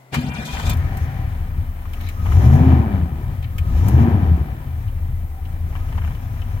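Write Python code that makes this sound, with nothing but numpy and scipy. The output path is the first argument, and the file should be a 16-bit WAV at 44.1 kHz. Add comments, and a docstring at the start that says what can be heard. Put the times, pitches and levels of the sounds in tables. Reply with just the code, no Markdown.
"""A clunk and a grinding starter, then an old V8 catches, is blipped twice and settles into a loping idle.
Heard from the driver's seat: exhaust lines and uneven firing pulses boom through cabin resonances, shaped
noise makes the roar, the intake hiss and the gear grind, and short ringing bursts tick from pedal, keys and trim.
Faint air and an electric hum lie behind it all; two microphone ports hear it, the left one first."""
import sys
import numpy as np
from scipy.fft import rfft, irfft, next_fast_len
from scipy.io import wavfile
from scipy.ndimage import uniform_filter1d, map_coordinates

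SR = 44100
rng = np.random.default_rng(int(sys.argv[2]) if len(sys.argv) > 2 else 0)


def wav_out(sig):
    """Save sig, one row per channel (or a flat mono array), as 16-bit PCM at SR to the path in sys.argv[1]."""
    wavfile.write(sys.argv[1], SR, np.round(np.clip(np.atleast_2d(sig).T, -1, 1) * 32767).astype(np.int16))


N = 291060  # length [samples]


def amp(db):
    """Gain of a level in dB."""
    return 10 ** (np.asarray(db) / 20)


def unit(x):
    """x at rms 1."""
    return x / np.sqrt(np.mean(x ** 2) + 1e-20)


def along(points, hz):
    """A curve through (Hz, value) points on a log frequency axis."""
    f, v = np.transpose(points)
    return np.interp(np.log(hz + 1), np.log(f + 1), v)


def curves(rows):
    """One value per sample for each column, and a gate that is open while the table runs."""
    s, *cols = np.transpose(rows)
    t = np.arange(N) / SR
    to_end = s[-1] - t + (s[-1] > t[-1] - .05)  # a table that lasts to the end does not close
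    gate = np.clip(np.minimum(t - s[0], to_end) / .02, 0, 1)
    return np.array([np.interp(t, s, c) for c in cols]), gate


def wobble(rate):
    """A smooth random curve, rate knots a second."""
    coarse = np.arange(0, N + 32, 32)
    knots = rng.standard_normal(int(N * rate / SR) + 4)
    return np.interp(np.arange(N), coarse, map_coordinates(knots, [coarse * rate / SR]))


def swell(start, end, db, rise_s, fall_s):
    """A gain that holds db from start to end; it slopes 60 dB in rise_s before and in fall_s after."""
    t = np.arange(N) / SR
    return amp(db - 60 * np.clip(start - t, 0, None) / rise_s - 60 * np.clip(t - end, 0, None) / fall_s)


def filtered(x, response):
    """x times a complex response of frequency."""
    m = next_fast_len(N + SR // 2)
    return irfft(rfft(x, m) * response(np.fft.rfftfreq(m, 1 / SR)), m)[..., :N]


def modes(table):
    """Causal response of a set of resonances (Hz, width Hz, dB) of alternating sign."""
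    def response(f):
        return sum((-1) ** k * amp(db) * 1j * f * w / (c * c - f * f + 1j * f * w)
                   for k, (c, w, db) in enumerate(table))
    return response


def noise(spectrum=None):
    """A pair of unrelated noises of rms 1, white or coloured."""
    pair = rng.standard_normal((2, N))
    return pair if spectrum is None else unit(filtered(pair, lambda hz: amp(along(spectrum, hz))))


def engine():
    """Firing rate and its acceleration drive the lines, fan, boom, roar and hiss; an air leak stays steady."""
    # the run of the engine: (time [s], firing rate [Hz], mechanical roar [dB before its final trim])
    run = [(0.5, 24.04, -45), (0.63, 30.83, -34.5), (0.69, 35, -29), (0.76, 40.55, -38), (0.88, 48, -35),
           (0.98, 49.1, -37.5), (1.1, 45.6, -37), (1.34, 32.65, -41), (1.5, 31.5, -42), (1.75, 26.5, -44.5),
           (2.0, 28, -41.5), (2.17, 33.8, -45.5), (2.28, 49.1, -37.5), (2.43, 90.5, -30.5),
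           (2.55, 117.6, -29.5), (2.64, 131.1, -28), (2.71, 130.5, -26), (2.85, 111.5, -32.5),
           (3.0, 90.3, -35), (3.08, 83.8, -39.5), (3.38, 43.76, -43), (3.54, 35.07, -46),
           (3.68, 45.89, -42.5), (3.85, 88.78, -34), (3.96, 113.9, -30.5), (4.01, 118.8, -28.5),
           (4.09, 116.6, -30.5), (4.27, 91.66, -34.5), (4.38, 81, -37), (4.53, 61.9, -40.5),
           (4.7, 42.52, -43), (4.9, 32.92, -45), (5.1, 28.39, -47.5), (5.3, 26.46, -50), (5.76, 30.25, -43),
           (5.96, 34.8, -42.5), (6.2, 36.8, -42.5), (6.6, 33.44, -42)]
    # deep boom as the engine lopes: (time [s], level change [dB])
    lope = [(.68, 1.5), (1.3, 1), (1.53, -3), (1.62, 2), (1.77, -8), (2.04, 0), (2.1, -7), (2.2, 0),
            (2.8, 0), (2.86, -6), (2.95, 1), (3.21, -4), (3.32, 4), (3.42, -3), (3.62, 0), (4.02, 1),
            (4.08, -8), (4.13, 1), (4.19, -5), (4.29, 3), (4.43, -2), (4.69, 0), (4.73, -5), (4.85, 0),
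            (5.26, 1), (5.31, -5), (5.5, 0), (6.13, 1), (6.17, -5), (6.3, 0), (6.6, 0)]
    full_pull_hz_per_s, pull_window_s = 209, 0.057  # acceleration that means an open throttle; averaging
    caught_s, catch_rise_s = 0.682, 0.56  # steady firing from here on; its rise over 60 dB
    (firing_hz, roar_db), running = curves(run)
    revved = np.clip((firing_hz - 45) / 60, 0, 1)
    acceleration = uniform_filter1d(np.gradient(firing_hz) * SR, round(pull_window_s * SR))
    pull = np.clip(acceleration / full_pull_hz_per_s, 0, 1)
    lope_db = curves(lope)[0][0]
    boom_level_db = boom_db(roar_db, pull, lope_db)
    fired = np.cumsum(firing_hz) / SR  # firings so far
    lines = exhaust_lines(firing_hz, fired, roar_db, pull, lope_db)
    fan = revved ** 2 * engine_line(2.87, -36, fired)  # cooling fan
    boom = firing_boom(firing_hz, fired, revved, boom_level_db)
    low = swell(caught_s, N / SR, 0, catch_rise_s, 1) * running * (lines + fan + boom)
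    roar = mechanical_roar(fired, revved, roar_db)
    hiss = intake_hiss(roar_db, pull, revved)
    spread_low = np.array([low, 0.31 * running * np.roll(low, 900)])  # a weaker copy 20 ms later for width
    return spread_low + running * (amp(-1.5) * roar + hiss + air_leak())


def engine_line(k, db, fired):
    """A tone at k times the firing rate; no two firings burn alike, so its level and phase flutter."""
    gain = np.sqrt(2) * amp(db + 1.1 * min(k, 2) * wobble(18))  # the high ones flutter most
    return gain * np.sin(k * (2 * np.pi * fired + .13 * wobble(12)))


def exhaust_lines(firing_hz, fired, roar_db, pull, lope_db):
    """Multiples of the firing rate, and the fractions that uneven banks sound, pass into the cabin."""
    # lines of the exhaust: multiples of the firing rate [1]
    multiples = np.array([5.5, 5, 6, 7, 8, 9, 10, 11, 12, 13, 14, 15, 16, 19, 21, 24]) / 8
    # strength of each multiple at idle [dB before the path]
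    idle_db = [-50, -44, -49, -51, -25, -48, -50, -48, -45, -48, -40, -40, -28, -32, -28, -27]
    # under open throttle and on the overrun: a row per blip, a column per multiple [dB before growth and path]
    open_db = [
        [-40, -25, -5.5, -28, -25, -11.5, -4, -24, -24, -28, -28, -28, -15, -32, -31.5, -30],
        [-6, -26, -24, -28, -16, -7, -22, -22, -28, -30, -28, -28, -16, -34, -31.5, -30],
    ]
    overrun_db = [
        [-40, -11, -28, -14, -14, -22, -24, -24, -26, -22, -26, -24, -15, -32, -32, -30],
        [-15, -24, -26, -7, -13, -19, -18, -24, -24, -22, -22, -22, -14.5, -32, -32, -30],
    ]
    # path of the lines into the cabin: (frequency [Hz], width [Hz], gain [dB])
    path = [(30.8, 7, -2), (80.5, 15, 0.5), (131, 20, -1.5), (173, 30, -4), (252, 48, -3)]
    second_blip_s, lines_grow = 3.55, 0.77  # growth off idle [dB per dB of roar]
    blip = (np.arange(N) / SR > second_blip_s).astype(int)
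    off_idle = np.clip((firing_hz - 40) / 28 + 1.07 * pull, 0, 1)
    growth_db = lines_grow * (roar_db - roar_db.max())
    wide_open = np.transpose(open_db)[:, blip]
    shut_off = np.transpose(overrun_db)[:, blip]
    total = 0
    for k, idle, wide, shut in zip(multiples, idle_db, wide_open, shut_off):
        line_db = idle + off_idle * (shut + pull * (wide - shut) + growth_db - idle)
        # only lines between 30 and 150 Hz lope
        deep = np.clip(np.minimum(150 - k * firing_hz, k * firing_hz - 30) / 30, 0, 1)
        total = total + engine_line(k, line_db + lope_db * deep, fired)
    return filtered(total, modes(path))


def boom_db(roar_db, pull, lope_db):
    """The boom grows with the roar and the throttle, lopes, and wanders at random."""
    idle_db, grows, pull_db = -23.5, 0.61, 6  # base [dB]; dB per dB of roar; extra under throttle [dB]
    return idle_db + grows * (roar_db - roar_db[-1]) + pull_db * pull + lope_db + 2.1 * wobble(13)


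def firing_boom(firing_hz, fired, revved, level_db):
    """One pulse a firing, of uneven strength, with a little noise excites the cabin resonances."""
    # strength of each firing in the cycle [dB]
    cylinders = [-6, 0, 2, -5.5, -6, -6.5, -5, -3.5]
    # cabin resonances: (frequency [Hz], width [Hz], gain [dB])
    cavity = [(24.4, 11.8, -10.5), (47.8, 11.8, -7.5), (78.8, 12.94, -1), (126, 44.7, -11),
              (164.5, 30.4, -13.5)]
    clean_db = 5  # firings even out at speed, so the boom drops
    at = np.flatnonzero(np.diff(np.floor(fired)))
    sizes = amp(np.resize(cylinders, len(at)) + 2.2 * rng.standard_normal(len(at)))
    pulses = np.zeros(N)
    # most of the even part is taken out: it already sounds in the lines
    pulses[at] = (sizes - 0.87 * sizes.mean()) / np.sqrt(firing_hz[at])
    ringing = unit(filtered(pulses + 0.0063 * noise()[0], modes(cavity)))
    return amp(level_db - 4.5 - clean_db * revved) * ringing


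def mechanical_roar(fired, revved, roar_db):
    """Noise that swells once a firing, changes colour with speed and rings block and firewall."""
    # roar at low speed: (frequency [Hz], relative density [dB per Hz])
    slow_spectrum = [(110, -34), (180, 2), (193, -30.5), (225, 0), (381, -20.5), (754, -17), (879, -19),
                     (1760, -21.5), (5000, -40), (6500, -54), (11000, -120)]
    # roar at high speed: (frequency [Hz], relative density [dB per Hz])
    fast_spectrum = [(90, -30), (180, -3.5), (340, -3.5), (480, -16.5), (800, -14.5), (1120, -21),
                     (1690, -24), (5000, -47.5), (6500, -86), (11000, -120)]
    # engine block and firewall: (frequency [Hz], width [Hz], level over the roar [dB])
    block = [(770, 76, 3), (978, 56, 3), (1228, 28, 0.5), (1770, 245, -4.5), (2330, 41, 6), (3010, 65, 2.5)]
    puff = 1 + (.15 + .15 * revved) * np.cos(2 * np.pi * fired) * amp(3 * wobble(40))
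    blend = np.sqrt(1 - revved) * noise(slow_spectrum) + amp(4.0) * np.sqrt(revved) * noise(fast_spectrum)
    flutter = amp(.8 * wobble(18))
    return filtered(amp(roar_db) * flutter * blend * puff,
                    lambda hz: 1 + abs(sum(modes([m])(hz) for m in block)))


def intake_hiss(roar_db, pull, revved):
    """Air noise with throttle resonances grows with the roar; a narrow whistle joins as the throttle opens."""
    # intake air: (frequency [Hz], relative density [dB per Hz])
    air_spectrum = [(2350, 9.5), (4000, 1), (4680, -11), (5250, 7), (5900, 4), (6780, 2), (7480, -9),
                    (8910, -2.5), (12000, 2), (15000, 0), (16000, -3)]
    # whistles of the intake: (frequency [Hz], width [Hz], gain [dB])
    throttle = [(1249, 42, 19.5), (6230, 1800, 0), (6900, 400, 4)]
    # the hiss swells: (from [s], to [s], gain [dB])
    gulps = [(0.75, 1.055, -58), (1.97, 2.1, -56), (2.304, 2.56, -45.5), (3.78, 3.93, -48),
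             (5.75, 6.601, -61)]
    gulp_rise_s, gulp_fall_s = 0.48, 0.74  # over 60 dB
    hiss_db, hiss_grows = -60.5, 0.21  # base gain [dB]; dB per dB of roar
    whistle_db = -46  # at its strongest, as the throttle cracks open at low speed
    gain = amp(hiss_db + hiss_grows * (roar_db - roar_db[-1]))
    gain = gain + sum(swell(*g, gulp_rise_s, gulp_fall_s) for g in gulps)
    hiss = gain * amp(1.3 * wobble(30)) * (noise(air_spectrum) + filtered(noise(), modes(throttle)))
    whistle = unit(filtered(noise(), modes([(1253, 18, 0)])))
    return hiss + amp(whistle_db) * np.clip(2 * pull, 0, 1) * (1 - revved) ** 2 * whistle


def air_leak():
    """A steady fizz of escaping air, its spectrum rippled by hose echoes."""
    # leaking air: (frequency [Hz], relative density [dB per Hz])
    fizz = [(5290, -34), (9000, -6.5), (9650, -11.5), (10700, -5.5), (11500, -8), (13800, 1.5), (15600, -6),
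            (16000, 0.5)]

    def hose(hz):
        return 1 + .25 * np.cos(2 * np.pi * hz * 0.0014) + 0.34 * np.cos(2 * np.pi * hz * 0.0043)
    return amp(-50.5) * filtered(noise(fizz), hose)


def starter():
    """The motor drones, gear teeth grind, the freewheel sizzles as the engine overtakes; then it whirs down."""
    # starter on, off [s]
    crank_s = (0.13, 0.735)
    # the pinion crashes into the ring gear: time [s], crash [dB], sizzle [dB], rise [s], fall [s] over 60 dB
    mesh_s, crash_db, spark_db, rise_s, fall_s = (0.15, -23, -36, 0.12, 0.11)
    # the released motor whirs down: from [s], to [s], level [dB], rise [s], fall [s] over 60 dB
    coast = (0.75, 1.05, -46.5, .05, 2)
    # resonances of the whir: (frequency [Hz], width [Hz], gain [dB])
    whir = [(1400, 60, -2), (1800, 250, 1.5), (2290, 250, -3)]
    on = swell(*crank_s, 0, 0.032, .06)
    drone = motor_drone()
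    teeth = noise() * amp(1.1 * wobble(120))

    def broad(hz):
        return amp(-9.5) * (hz > 300) / (1 + (hz / 2500) ** 2)
    whine = gear_whine(teeth)
    grind = amp(-34.5) * unit(whine + filtered(teeth, broad))
    crash_gain = swell(mesh_s, mesh_s, crash_db, rise_s, fall_s)
    crash = crash_gain * unit(filtered(noise(), broad) + 0.15 * whine)
    sizzle = freewheel_sizzle(swell(mesh_s, mesh_s, spark_db, rise_s, fall_s))
    coasting = swell(*coast) * unit(filtered(teeth, modes(whir)))
    return coasting + on * (drone + grind + crash + sizzle)


def motor_drone():
    """Noise rings the starter mount and surges as the motor takes the load."""
    # starter mount: (frequency [Hz], width [Hz], gain [dB])
    housing = [(68, 18.5, -4), (145.4, 16.6, 1.5), (239.7, 22, -3)]
    # the drone surges under load: (time [s], gain [dB])
    heaves = [(0.15, -46), (0.19, -22.5), (0.26, -28), (0.3, -32.5), (0.4, -31), (0.7, -21)]
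    heave_rise_s, heave_fall_s = 0.2, 0.15  # over 60 dB
    gain = amp(-36.5) + sum(swell(s, s, db, heave_rise_s, heave_fall_s) for s, db in heaves)
    ringing = unit(filtered(noise()[0], modes(housing))) * [[1.35], [.2]]
    # the load leaves the motor as the engine fires
    return gain * ringing * np.clip((.8 - np.arange(N) / SR) / 0.29, .1, 1)


def gear_whine(teeth):
    """Tooth noise rings the gear modes, which come and go; the whine wavers with the cranking speed."""
    # pinion and ring gear: (frequency [Hz], width [Hz], gain [dB])
    gears = [(797, 63, -4), (970, 71, -6), (1250, 40, -10), (1485, 40, -5), (1620, 40, -9), (1910, 35, -8),
             (2391, 32, 1.5), (2740, 40, -12), (3110, 50, -6), (3500, 22, -4)]
    waver_s = 0.0006  # how far the whine runs ahead and behind, rms scale
    whine = sum(amp(3.5 * wobble(17)) * filtered(teeth, modes([m])) for m in gears)
    read_at = np.arange(N) + waver_s * SR * wobble(9)
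    return map_coordinates(whine, np.broadcast_arrays([[0], [1]], read_at), order=3)


def freewheel_sizzle(spark):
    """Fast-fluttering bright noise, at the pinion's crash and as the engine overtakes the starter."""
    # sizzle as the engine overtakes: (from [s], to [s], gain [dB])
    overtakes = [(0.454, 0.645, -42.5), (0.665, 0.71, -36.5)]
    # bright noise: (frequency [Hz], relative density [dB per Hz])
    sizzle_spectrum = [(2060, -42), (3500, 8), (3970, 3), (5090, -1.5), (6780, 1), (9380, -8.5),
                       (14300, -8), (16000, -52)]
    rise_s, fall_s = 0.056, 0.1  # over 60 dB
    gain = amp(-86.5) + spark + sum(swell(*f, rise_s, fall_s) for f in overtakes)
    return gain * amp(2.9 * wobble(93.1)) * noise(sizzle_spectrum)


def catch():
    """Each first firing is one low push that dies in the floor pan."""
    # first firings: (time [s], starting level [dB before onset and spread])
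    pushes = [(0.529, -22), (.657, -16)]
    t = np.arange(N) / SR
    thump = np.zeros(N)
    for s, db in pushes:
        u = np.clip(t - s, 0, None)
        decay = amp(db - 60 * u / 0.26)
        thump += decay * np.sin(2 * np.pi * 58 * u) * (1 - np.exp(-u / 0.0034))
    return thump * [[1.35], [.1]]


def ticks():
    """Each tick is a short burst that rings the trim modes near its centre and jingles the keys."""
    # ticks of keys, pedal and trim: (time [s], level before trim [dB], centre [Hz], treble before trim [dB])
    knocks = [(0.142, -25, 1860, -7), (0.209, -49, 2000.0, 5), (0.548, -38, 800, -25),
              (0.568, -33, 1900.0, -32), (0.596, -30, 900, -20), (0.696, -36.5, 1890.0, 9),
              (0.734, -50.5, 830.0, 12), (0.769, -48.5, 760.0, 5), (0.971, -43.5, 1930, 5.5),
              (1.854, -43, 1196, -16), (1.934, -43, 2812, 0.5), (2.01, -43.5, 1833, -1),
              (2.088, -39, 2328, -0.5), (2.258, -34.5, 898, -22), (2.266, -40, 900, -25),
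              (2.319, -32, 1210.0, -20), (3.426, -46, 2300, -8), (3.443, -43.5, 2197, -32),
              (3.582, -35, 2336, -3), (3.883, -39, 1005, 7.5), (4.879, -50, 3050, -12),
              (5.452, -50, 3015, -20), (5.752, -38.5, 1095, -23), (5.76, -41.5, 800, -23),
              (5.886, -53, 3000, -1.5), (5.925, -38, 761, -26.0), (5.953, -47.5, 1343, -22.5),
              (5.976, -38, 899.6, -34), (5.982, -37, 800, -34), (6.016, -40.5, 1300, -24),
              (6.039, -41, 998, -23), (6.047, -43, 800, -23), (6.075, -42.5, 1200, -24.0),
              (6.106, -43, 902, -25), (6.148, -48, 2996, -13), (6.417, -44.5, 2822, -27.0)]
    # what the ticks ring in: (frequency [Hz], width [Hz])
    parts = [(800, 290), (1150, 470), (1800, 190), (2100, 340), (2350, 430), (2720, 76), (3020, 165)]
    # bright ring of the key bunch: (frequency [Hz], width [Hz], gain [dB])
    keys = [(6200, 6700, -1), (10800, 1200, 2), (12040, 820, 4), (14300, 1500, 7.5)]
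    crack_db, crack_s = 15, 0.004  # sharp start, gain before smoothing; its decay over 60 dB
    out, t = np.zeros((2, N + SR)), np.arange(SR // 10) / SR
    f = np.fft.rfftfreq(len(t), 1 / SR)
    for s, db, centre_hz, treble_db in knocks:
        # dull knocks shake all of the trim, small bright ticks one part
        near = [(hz, w, -.0065 * centre_hz * abs(np.log2(hz / centre_hz))) for hz, w in parts]
        burst = rng.standard_normal((2, 2, len(t))) * (1 - np.exp(-t / 0.00026))
        dying = burst * amp(-60 * t / 0.057)
        body = unit(irfft(rfft(dying[0]) * modes(near)(f), len(t)))
        bright = unit(irfft(rfft(dying[1]) * modes(keys)(f), len(t)))
        crack = amp(crack_db - 60 * t / crack_s) * uniform_filter1d(burst[0], size=6)
        tick = amp(db - 8.5) * (body + crack) + amp(db + treble_db - 11.5) * bright
        out[:, round(s * SR):][:, :len(t)] += tick
    return out[:, :N]


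def trim():
    """Narrow noise makes a panel sing now and then; fluttering noise makes the pressed pedal creak."""
    # a panel that sings along at some engine speeds: frequency [Hz], width [Hz]
    panel = (772, 14)
    # when it sings: (from [s], to [s], level [dB])
    sings = [(0.74, 0.8, -47), (0.916, 0.98, -41), (1.107, 1.247, -46.5), (5.248, 5.553, -55),
             (5.8, 5.828, -51)]
    # the pedal rubs in its pivot: (frequency [Hz], width [Hz], gain [dB])
    creak = [(1830, 150, -1), (2350, 270, -3), (3950, 400, -6)]
    # pedal presses: (from [s], to [s], level [dB])
    presses = [(2.007, 2.092, -45.5), (3.43, 3.454, -52)]
    sing = sum(swell(*s, 0.37, 0.26) for s in sings) * unit(filtered(noise(), modes([(*panel, 0)])))
    slips = noise() * amp(4 * wobble(90))
    return sing + sum(swell(*p, .05, 0.17) for p in presses) * unit(filtered(slips, modes(creak)))


def cabin():
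    """Faint air as wavering coloured noise, and an electric hum as a steady sine."""
    # cabin air: (frequency [Hz], relative density [dB per Hz])
    quiet = [(35, -50), (60, -29), (130, -11), (354, -5), (458, -9.5), (666, -5), (1820, -19), (2050, -10),
             (2410, -21), (5000, -28), (16000, -30)]
    # electric hum: (frequency [Hz], rms level [dB])
    hums = [(129.2, -52)]
    t = np.arange(N) / SR
    hum = sum(np.sqrt(2) * amp(db) * np.sin(2 * np.pi * hz * t) for hz, db in hums)
    return amp(-52.5 + 2 * wobble(17)) * noise(quiet) + hum * [[1], [0]]


def stereo(pair, lead_s):
    """Two signals are mixed to left and right by likeness; the sound reaches the left port first."""
    # likeness of the two ports: (frequency [Hz], correlation [1])
    alike = [(60, 0.9), (250, 0.91), (640, .75), (1500, 0.2), (6000, 0.2), (15000, 0.4)]
    # balance of the two ports: (frequency [Hz], left minus right [dB])
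    tilt = [(60, 3.5), (150, 3), (380, 0), (950, 4), (2380, 5.5), (5980, -.5), (10000, 1), (15000, -4)]

    def ports(hz):
        turn = np.arccos(np.clip(along(alike, hz), -1, 1)) / 2
        return np.array([np.cos(turn), np.sin(turn)])

    def half(hz):
        return amp(along(tilt, hz) / 2) * np.exp(1j * np.pi * hz * lead_s)
    mid, side = filtered(pair, ports)
    left_right = np.array([mid + side, mid - side])
    return filtered(left_right, lambda hz: np.array([half(hz), 1 / half(hz)]))


def scene():
    """Everything as it reaches the two microphone ports."""
    sources = engine() + starter() + catch() + ticks() + trim() + cabin()
    return stereo(sources, lead_s=0.000265)


def record(dry):
    """Peaks bend smoothly towards full scale; then nothing is kept above the band limit."""
    top_hz = 15900
    limited = dry / (1 + np.abs(dry) ** 12) ** (1 / 12)
    return filtered(limited, lambda hz: hz < top_hz)


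dry = scene()
out = record(dry)
wav_out(out)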